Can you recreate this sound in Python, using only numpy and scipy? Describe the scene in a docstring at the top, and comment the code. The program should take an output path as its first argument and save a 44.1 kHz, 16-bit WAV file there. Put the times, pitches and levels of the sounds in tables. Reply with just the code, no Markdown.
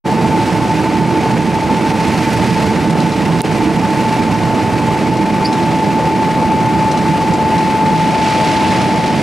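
"""Two geared motors whine at nearly one pitch and beat, over potatoes drumming into a steel hopper.
Conveyors carry the crop across a yard at night: belts rumble, soil rubs and hisses, grit ticks on the
frame and a dry roller squeaks once by stick-slip. A sharp double click makes the limiter duck.
As the microphone turns to the nearest belt, its whine grows and single potatoes jostle and knock."""
import sys
import numpy as np
from scipy import signal
from scipy.fft import rfft, irfft, next_fast_len
from scipy.io import wavfile
from scipy.ndimage import uniform_filter1d, minimum_filter1d, map_coordinates

SR = 44100
rng = np.random.default_rng(int(sys.argv[2]) if len(sys.argv) > 2 else 0)


def bounce(signal):
    """Save signal as a 16-bit WAV file at the path given by the first command-line argument."""
    frames = np.transpose(np.atleast_2d(signal))
    limited = np.clip(frames, -1, 1)
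    pcm = np.round(limited * 32767).astype(np.int16)
    wavfile.write(sys.argv[1], SR, pcm)


N = 406602
TIME = np.arange(N) / SR


# partials of a gear whine: (shaft order, level [dB])
MESH_PARTIALS = [(36, 0), (72, -48)]
TEETH = 36

def whine(mesh_hz, flutter_db, jitter_rad):
    """Gear meshing: periodic tooth contact radiates a tone that trembles in level and phase."""
    shaft = (2 * np.pi * np.cumsum(mesh_hz) / SR + jitter_rad * wobble(14)) / TEETH
    return amp(flutter_db * wobble(9)) * sum(amp(db) * np.sin(k * shaft) for k, db in MESH_PARTIALS)


# the near motor slows under load: (time [s], tooth rate [Hz])
NEAR_TOOTH_RATE = [(0, 877.3), (0.8, 878), (1.6, 877.5), (2.3, 876.7), (3.7, 876.7), (4.6, 877.9),
                   (6.55, 878), (7, 875.2), (7.7, 876.1), (8.5, 876.6), (9.22, 875.2)]

def near_mesh_hz(sway_hz=0.6, pulley_hz=1.89):
    """Induction-motor slip: the tooth rate follows the load and sways once per pulley turn."""
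    return curve(NEAR_TOOTH_RATE) - sway_hz * np.cos(2 * np.pi * pulley_hz * TIME)


# the near whine grows as the microphone comes round: (time [s], relative level [dB])
NEAR_LEVEL = [(0, -24), (1.8, -22.8), (2.7, -25), (2.87, -30), (3.05, -24.5), (3.4, -26.5), (4.18, -22),
              (4.3, -27), (4.48, -21.5), (5.7, -19.6), (6.45, -17.2), (6.9, -17.4), (7.02, -21.5),
              (7.12, -18), (7.3, -19), (7.5, -16.8), (8.1, -16.7), (8.6, -17.7), (8.85, -20.2),
              (9.22, -19.3)]

def near_drive():
    """Direct field: the whine steadies as direct sound takes over, then drops as the turn ends."""
    steady = onset(4.5, 2.2)
    tone = whine(near_mesh_hz(), flutter_db=1.4 - 1.1 * steady, jitter_rad=0.25 * (1 - steady))
    level_db = curve(NEAR_LEVEL) + 0.63 - 10 * onset(9.1, 0.1)
    return placed(amp(level_db) * tone, pan_db=turned(1.2, 6.5))


# the far whine fades behind the microphone: (time [s], relative level [dB])
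FAR_LEVEL = [(0, -23), (0.8, -26.3), (1.4, -24.6), (2, -24), (2.6, -26.8), (3.5, -28), (4.3, -26),
             (5.2, -29.5), (6.4, -31), (7.35, -25.5), (7.85, -29.5), (8.25, -38), (9.22, -40)]
# hum of its casing: (shaft order, relative level [dB])
CASING_PARTIALS = [(5, -3), (18, 2.2), (24, -14), (30, -9), (42, -14), (54, -17), (60, -11)]

def far_drive(tooth_hz=890.85):
    """Beating: this motor slips less, so its whine beats with the near one about 14 times a second."""
    mesh_hz = np.full(N, tooth_hz)
    tone = amp(curve(FAR_LEVEL)) * whine(mesh_hz, flutter_db=0.7, jitter_rad=0.12)
    casing_db = -32.4 - 9.5 * onset(4.8, 1.5)  # fades as the microphone turns away
    casing = amp(casing_db) * shaft_hum(mesh_hz + 4 * wobble(30), CASING_PARTIALS, flutter_db=2.6)
    return placed(casing, pan_db=-2) - placed(tone, pan_db=-0.5)


# vibration of the conveyor frame: (shaft order, relative level [dB])
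FRAME_PARTIALS = [(30, -5), (31, -6), (32, -4), (35, 0), (36, -4), (37, -3)]

def frame():
    """Structure-borne sound: the long frame radiates a faint, smeared copy of the near whine."""
    hum = shaft_hum(near_mesh_hz() + 4.5 * wobble(35), FRAME_PARTIALS, flutter_db=2.5)
    return placed(amp(turned(-36.5, -49)) * hum, pan_db=7)


def shaft_hum(mesh_hz, partials, flutter_db):
    """Amplitude modulation: each harmonic of the shaft's rotation flutters with the load."""
    shaft = 2 * np.pi * np.cumsum(mesh_hz / TEETH) / SR
    return sum(amp(db + flutter_db * wobble(7.5)) * np.sin(k * shaft + rng.uniform(0, 2 * np.pi))
               for k, db in partials)


# rumble of the hopper: (frequency [Hz], spectral level [dB])
DRUM_SPECTRUM = [(15, -38), (35, -27), (55, -18), (85, -9), (125, -5.5), (165, 0), (220, -0.5), (280, -5.5),
                 (316, -1), (380, -9.5), (480, -20.5), (900, -42), (3000, -120)]

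def drumming():
    """Shot noise: the blows of many tumbling potatoes merge into a low rumble."""
    drum = coloured(impacts(per_s=700, scatter_db=3, t60=0.042, bed_db=6), DRUM_SPECTRUM)
    return amp(turned(-16.5, -18.5)) * spread(drum, pan_db=turned(-4.4, -3.6), side_db=-24)


# modes of the hopper's steel walls: (frequency [Hz], level [dB], t60 [s])
WALL_MODES = [(124.3, -5.5, 0.53), (163, -4, 0.29), (176, -5.5, 0.3), (198, -7.5, 0.18), (229, -6, 0.25),
              (314.4, -4, 0.34), (345.5, -10, .2), (384, -17, 0.13)]
# brief low booms in the hopper's rumble: (time [s], peak level [dB], strongest frequency [Hz])
BOOMS = [(0.50, -12, 192), (0.59, -16, 125), (0.735, -14.5, 315), (0.875, -13, 315), (0.985, -11, 170),
         (1.11, -12, 315), (1.44, -18, 190), (1.72, -11, 235), (1.80, -13, 315), (2.04, -15, 315),
         (2.164, -9.5, 174), (2.42, -17, 125), (2.495, -12.5, 180), (2.725, -8, 190), (2.875, -13, 166),
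         (3.02, -12, 170), (3.265, -8, 165), (3.64, -13, 225), (3.655, -11.5, 315), (3.725, -10.5, 165),
         (3.88, -14, 315), (4.315, -14, 160), (4.40, -10, 180), (4.809, -15, 230), (5.08, -11, 165),
         (5.18, -10.5, 315), (5.455, -13, 315), (5.639, -15, 180), (5.925, -12, 225), (6.605, -15, 130),
         (6.95, -13, 160), (7.101, -9, 200), (7.29, -13, 165), (7.56, -14, 170), (7.91, -11.5, 179),
         (8.93, -13, 175)]

def hopper_walls(attack_s=0.013):
    """Modal resonance: the falling crop keeps the walls ringing, and brief low booms stand out."""
    def resonance(f):
        return sum(amp(db) / (1 + 1j * (f - hz) * t60 * 2 * np.pi / np.log(1000)) ** 2
                   for hz, db, t60 in WALL_MODES)
    out = amp(turned(-25, -28.5)) * unit(filtered(rng.standard_normal(N), resonance))
    t = np.arange(SR // 4) / SR
    for start, peak_db, centre_hz in BOOMS:
        boom = np.zeros(len(t))
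        for hz, db, t60 in WALL_MODES:
            envelope = amp(db + rng.normal(0, 1.6) - 60 * t / t60) * band(hz, centre_hz, octaves=0.24)
            boom += envelope * np.sin(2 * np.pi * (hz * t + rng.random()))
        boom *= 1 - np.exp(-t / attack_s)
        add_at(out, start, amp(peak_db) * boom / np.abs(boom).max())
    return placed(out, pan_db=-4.5)


# rumble of the belts: (frequency [Hz], spectral level [dB])
BELT_SPECTRUM = [(100, -16), (350, -0.5), (520, 1), (680, -0.5), (900, 0), (1020, -4), (1250, -9.5),
                 (1800, -21.5), (7000, -120)]

def belts():
    """Rolling noise: the belts run over their rollers in a dense train of soft contacts."""
    rumble = coloured(impacts(per_s=500, scatter_db=1, t60=0.042, bed_db=-16), BELT_SPECTRUM)
    return amp(turned(-22, -21)) * spread(rumble, pan_db=turned(-0.7, 0.3), side_db=-13.5)


# scrape and hiss of sliding soil, each: (frequency [Hz], spectral level [dB])
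SCRAPE_SPECTRUM = [(400, -29), (900, -5.5), (1300, -1), (1700, 1), (2100, 3), (2650, -0.5), (3300, -9),
                   (5000, -24), (14000, -120)]
HISS_SPECTRUM = [(1200, -26), (2600, -10), (4300, 0), (5600, -0.5), (6500, -4), (9000, -6.5), (11000, -13),
                 (12700, -16), (14500, -25), (15600, -35)]
# swells of scrape and hiss: (start [s], hold [s], extra scrape [dB], extra hiss [dB])
SOIL_SWELLS = [(0.05, 0.34, 0, 1.5), (1.776, 0.55, 2, 3), (3.8, 0.25, 1, 1), (6.75, .3, 0.5, 1),
               (8.05, 0.5, 2, 0.5)]
SWELL_RISE_S, SWELL_FALL_S = 0.3, 0.2

def soil():
    """Sliding friction: soil scrapes and hisses along, swelling slightly now and then."""
    scrape_db, hiss_db = turned(-28.5, -29), turned(-36, -38)
    for start, hold, extra_scrape_db, extra_hiss_db in SOIL_SWELLS:
        envelope = swell(start, SWELL_RISE_S, hold, SWELL_FALL_S)
        scrape_db += extra_scrape_db * envelope
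        hiss_db += extra_hiss_db * envelope
    rubbing = impacts(per_s=260, scatter_db=3, t60=0.06, bed_db=1) * amp(0.45 * wobble(6))
    scrape = spread(coloured(rubbing, SCRAPE_SPECTRUM), pan_db=-1.4, side_db=-11.5)
    hiss = spread(coloured(rubbing, HISS_SPECTRUM), pan_db=-2.3, side_db=-18.5)
    return amp(scrape_db) * scrape + amp(hiss_db) * hiss


# small contacts of potatoes or crumbs: (frequency [Hz], spectral level [dB])
CONTACT_SPECTRUM = [(500, -27), (1300, -2.5), (2100, 2), (3600, -2.5), (5000, -4), (6500, -11), (9000, -16),
                    (11000, -20), (14000, -45)]
PASS_S, PASS_RISE_S = 7.69, 0.57  # the nearest belt comes under the microphone

def jostling():
    """Contact noise: potatoes rub and nudge each other, swelling as they pass and then staying close."""
    passing = amp(-38) * swell(PASS_S, PASS_RISE_S, hold=0.44, fall=0.2)
    close_by = amp(-29) * onset(PASS_S, PASS_RISE_S)
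    jostle = coloured(impacts(per_s=510, scatter_db=2.5, t60=0.036, bed_db=-4.5), CONTACT_SPECTRUM)
    uneven = amp(0.6 * wobble(14))
    return (passing + close_by) * uneven * spread(jostle, pan_db=-3, side_db=-17)


def crumbs():
    """Sparse impacts: dry crumbs of soil rattle on the steel during the strongest swell of hiss."""
    start, hold, _, _ = max(SOIL_SWELLS, key=lambda row: row[-1])
    rattle = coloured(impacts(per_s=130, scatter_db=3.5, t60=0.022, bed_db=-14), CONTACT_SPECTRUM)
    level = amp(-40) * swell(start, SWELL_RISE_S, hold, SWELL_FALL_S)
    return level * spread(rattle, pan_db=-2, side_db=-15)


# potatoes colliding under the microphone: (time [s], relative level [dB], band centre [Hz])
COLLISIONS = [(8.0377, -21, 2410), (8.147, -10, 2200), (8.2553, -17, 1960), (8.345, -18, 4800),
              (8.47, -12, 4000), (8.565, -13, 3600), (8.607, -13, 2090), (8.645, -7.5, 2300),
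              (8.7052, -21, 3100), (8.7471, -8, 2020), (8.8, -17, 2360), (8.9701, -22, 2150),
              (9.1333, -17, 2310)]

def knocks(attack_s=0.003, t60=0.057, gain_db=-8):
    """Internal damping: soft flesh absorbs each collision, leaving a short, dull clack."""
    t = np.arange(SR // 16) / SR
    hz = np.fft.rfftfreq(len(t), 1 / SR) + 1
    envelope = (1 - np.exp(-t / attack_s)) * amp(-60 * t / t60)
    out = np.zeros((2, N))
    for start, level_db, centre_hz in COLLISIONS:
        clack = noise_burst(len(t), band(hz, centre_hz, octaves=0.45))
        add_at(out, start, amp(level_db + gain_db) * envelope * clack)
    return spread(out, pan_db=-3, side_db=-16)


# stones striking the frame: (time [s], relative level [dB], tilt [dB/octave], edge ring [Hz])
STONE_STRIKES = [(2.329, -26, 14, 13000), (2.9008, -22, 4, 9000), (3.002, -18.5, -2, 4000),
                 (3.1193, -19, -1, 4000), (4.4799, -28, -1, 5000), (5.168, -23, 1.5, 5900),
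                 (5.5278, -18, -1, 4000), (5.628, -26, -5, 4200), (6.914, -17.5, -1, 5920),
                 (6.9735, -20, -1, 4000), (7.336, -21, 3, 7550), (7.579, -20, -2, 5470)]
# a tick before its tilt: (frequency [Hz], spectral level [dB])
TICK_SPECTRUM = [(1500, -15), (4000, 8), (6000, 3), (9500, -5), (14000, -25), (17000, -32)]

def grit(rise_s=0.004, t60=0.091, rough_hz=60, pivot_hz=6000):
    """Impact excitation: stones graze the frame; each tick has its own brightness and a brief ring."""
    t = np.arange(SR // 5) / SR
    hz = np.fft.rfftfreq(len(t), 1 / SR) + 1
    octaves = np.log2(np.maximum(hz, TICK_SPECTRUM[0][0]) / pivot_hz)
    envelope = np.minimum(t / rise_s, 1) * amp(-60 * np.maximum(t - rise_s, 0) / t60)
    out = np.zeros((2, N))
    for start, level_db, tilt, ring_hz in STONE_STRIKES:
        tick = amp(-9) * noise_burst(len(t), amp(along(TICK_SPECTRUM, hz) + tilt * octaves))
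        tick[0] += amp(-14) * sine(ring_hz + rough_hz * wobble(550)[:len(t)])  # direct sound only
        add_at(out, start - rise_s / 2, amp(level_db) * envelope * tick)
    return spread(out, pan_db=1, side_db=-13)


# snaps beside the microphone: (time [s], level before limiting [dB], frequency [Hz], t60 [s])
SNAPS = [(3.407, -4, 3900, 0.0016), (3.4179, 8, 9250, 0.0019)]

def clicks():
    """Damped oscillation: two hard snaps, each dying within two milliseconds."""
    out, t = np.zeros(N), np.arange(SR // 50) / SR
    for start, db, hz, t60 in SNAPS:
        add_at(out, start, amp(db - 60 * t / t60) * np.sin(2 * np.pi * hz * t))
    return placed(out, pan_db=-5)


# bands of the roller's squeal: (pitch ratio, level [dB], lag [s], hold [s], drag level [dB])
SQUEAL_BANDS = [(1, -21, .002, .006, -41), (1.09, -26.5, .005, .018, -34.5), (2, -44, .003, .007, -60),
                (2.19, -42.5, .005, .014, -50)]

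def roller_squeak(start=5.443, pitch_hz=4700, rough_hz=125, rise_s=0.006, fall_s=0.007, drag_s=0.057):
    """Stick-slip: a dry roller squeals in two rough bands and their octaves, then drags on faintly."""
    out = np.zeros(N)
    for ratio, level_db, lag, hold, drag_db in SQUEAL_BANDS:
        slip = amp(level_db) * swell(start + lag, rise_s, hold, fall_s)
        drag = amp(drag_db) * swell(start + lag, rise_s, drag_s, fall_s)
        chatter = unit(amp(3 * wobble(260)))
        out += (slip + drag) * chatter * sine(ratio * pitch_hz + rough_hz * wobble(900))
    return placed(out, pan_db=0)


# drone of the steel trough: (frequency [Hz], spectral level [dB])
TROUGH_SPECTRUM = [(400, -40), (540, -18), (625, 1), (700, -3), (760, -1), (850, -33), (1200, -70)]

def trough():
    """Resonance: the nearest belt drones in its trough, heard once the microphone is over it."""
    drone = coloured(rng.standard_normal((2, N)), TROUGH_SPECTRUM)
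    return amp(-28.5) * onset(PASS_S, PASS_RISE_S) * spread(drone, pan_db=3, side_db=-14)


# deep shudder of the frame: (frequency [Hz], spectral level [dB])
THRUM_SPECTRUM = [(30, -30), (60, -15), (90, 1), (125, 6), (170, -17), (400, -60)]

def thrum(first_s=0.53, period_s=2.057, width_s=0.3):
    """Periodic forcing: the frame shudders each time the heavy part of a belt comes round."""
    from_peak_s = (TIME - first_s + period_s / 2) % period_s - period_s / 2
    level = amp(turned(-26.5, -34)) * np.exp(-(from_peak_s / width_s) ** 2 / 2)
    shudder = coloured(rng.standard_normal((2, N)), THRUM_SPECTRUM)
    return level * spread(shudder, pan_db=-6, side_db=-23)


# sound returned by the yard: (frequency [Hz], gain [dB])
YARD_RESPONSE = [(200, 1), (600, -3), (1100, -0.5), (1600, 2), (2400, -4), (6000, 4), (8500, -1),
                 (12000, 5)]

def spread(pair, pan_db, side_db):
    """Direct and diffuse fields: the first signal is panned, the second returns in antiphase."""
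    diffuse = filtered(pair[1], lambda hz: amp(side_db + along(YARD_RESPONSE, hz)))
    return placed(pair[0], pan_db) + np.array([diffuse, -diffuse])


# the microphone's swing: (time [s], turn [0 = far line, 1 = nearest belt])
MICROPHONE_TURN = [(4.4, 0), (9.22, 0.72)]

def turned(far, near):
    """Linear interpolation: a value moves from far part of the way to near as the microphone turns."""
    return far + (near - far) * curve(MICROPHONE_TURN)


def placed(x, pan_db):
    """Level panning: pan_db louder on the left."""
    return np.array([x * amp(pan_db / 2), x * amp(-pan_db / 2)])


def impacts(per_s, scatter_db, t60, bed_db, attack_s=0.003):
    """Incoherent summation: random dying contacts add in power over a bed of countless small ones."""
    hits = rng.random(N) < per_s / SR
    power = hits * amp(scatter_db * np.clip(rng.standard_normal(N), -2, 2)) ** 2
    t = np.arange(SR // 4) / SR
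    contact = (1 - np.exp(-t / attack_s)) * amp(-60 * t / t60)
    bursts = unit(np.sqrt(np.abs(signal.fftconvolve(power, contact ** 2)[:N])))
    return unit(np.hypot(bursts, amp(bed_db)) * rng.standard_normal((2, N)))


def noise_burst(length, gains):
    """Two noises shaped by a gain per frequency bin, at rms 1."""
    return unit(irfft(rfft(rng.standard_normal((2, length))) * gains))


def coloured(x, spectrum):
    """x through a (frequency [Hz], level [dB]) spectrum, at rms 1."""
    return unit(filtered(x, lambda hz: amp(along(spectrum, hz))))


def filtered(x, response):
    """Linear filtering: the spectrum of x times a frequency response."""
    size = next_fast_len(N + SR // 2)
    return irfft(rfft(x, size) * response(np.fft.rfftfreq(size, 1 / SR)), size)[..., :N]


def band(hz, centre_hz, octaves):
    """A Gaussian band on a log-frequency axis."""
    return np.exp(-(np.log2(hz / centre_hz) / octaves) ** 2 / 2)


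def along(points, hz):
    """(frequency [Hz], value) points read on a log axis."""
    f, value = np.transpose(points)
    return np.interp(np.log(hz + 1), np.log(f), value)


def curve(points):
    """(time [s], value) points read at every sample."""
    return np.interp(TIME, *np.transpose(points))


def swell(start, rise, hold, fall):
    """An attack-hold-release envelope, 0 to 1; times in seconds."""
    return np.interp(TIME, start + np.cumsum([0, rise, hold, fall]), [0, 1, 1, 0])


def onset(start, rise):
    """A ramp from 0 to 1 that stays up; times in seconds."""
    return curve([(start, 0), (start + rise, 1)])


def wobble(rate):
    """A smooth random curve, rate knots a second."""
    return map_coordinates(rng.standard_normal(int(N * rate / SR) + 4), [TIME * rate])


def sine(hz):
    """A tone whose phase is the integral of its frequency."""
    return np.sin(2 * np.pi * np.cumsum(hz) / SR)


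def add_at(out, start, sound):
    """Mix sound into out from start [s]."""
    out[..., round(start * SR):][..., :sound.shape[-1]] += sound


def amp(db):
    """Decibels to gain."""
    return 10 ** (np.asarray(db) / 20)


def unit(x):
    """Scale to rms 1."""
    return x / np.sqrt(np.mean(x ** 2) + 1e-20)


def scene():
    """Superposition: all sources of the running line add."""
    drives = np.sqrt(2) * (near_drive() + far_drive() + frame())  # sine levels are rms
    crop = drumming() + belts() + soil() + crumbs() + hopper_walls()
    nearest_belt = jostling() + trough() + knocks()
    return drives + crop + nearest_belt + grit() + clicks() + roller_squeak() + thrum()


def limiter(x, ceiling=0.72, release_db_per_s=620):
    """Look-ahead limiting: the gain falls just before a peak, holds briefly and climbs back."""
    hold, attack = int(0.010 * SR), int(0.005 * SR)
    need_db = np.minimum(0, 20 * np.log10(ceiling / (np.abs(x).max(axis=0) + 1e-9)))
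    held_db = minimum_filter1d(need_db, hold, origin=(hold - attack) // 2)
    climb_db = release_db_per_s * TIME
    gain_db = climb_db + np.minimum.accumulate(held_db - climb_db)
    return x * amp(uniform_filter1d(gain_db, attack))


# phase between the two microphone ports: (frequency [Hz], lead of the left [rad])
LEFT_LEAD = [(90, -0.28), (400, -0.0038), (880, -0.13), (1250, -.27), (1750, 0.028), (2800, -.17),
             (4000, -0.1)]
TOP_HZ = 15700

def record(dry):
    """Transduction: the input unmutes and is peak- and band-limited; the right port mostly leads."""
    def response(hz):
        phase = along(LEFT_LEAD, hz) * np.array([[0.5], [-0.5]])
        return np.exp(1j * phase) * (hz < TOP_HZ)
    unmute = onset(0.039, 0.021) ** 2
    return filtered(limiter(dry * unmute), response)


dry = scene()
out = record(dry)
bounce(out)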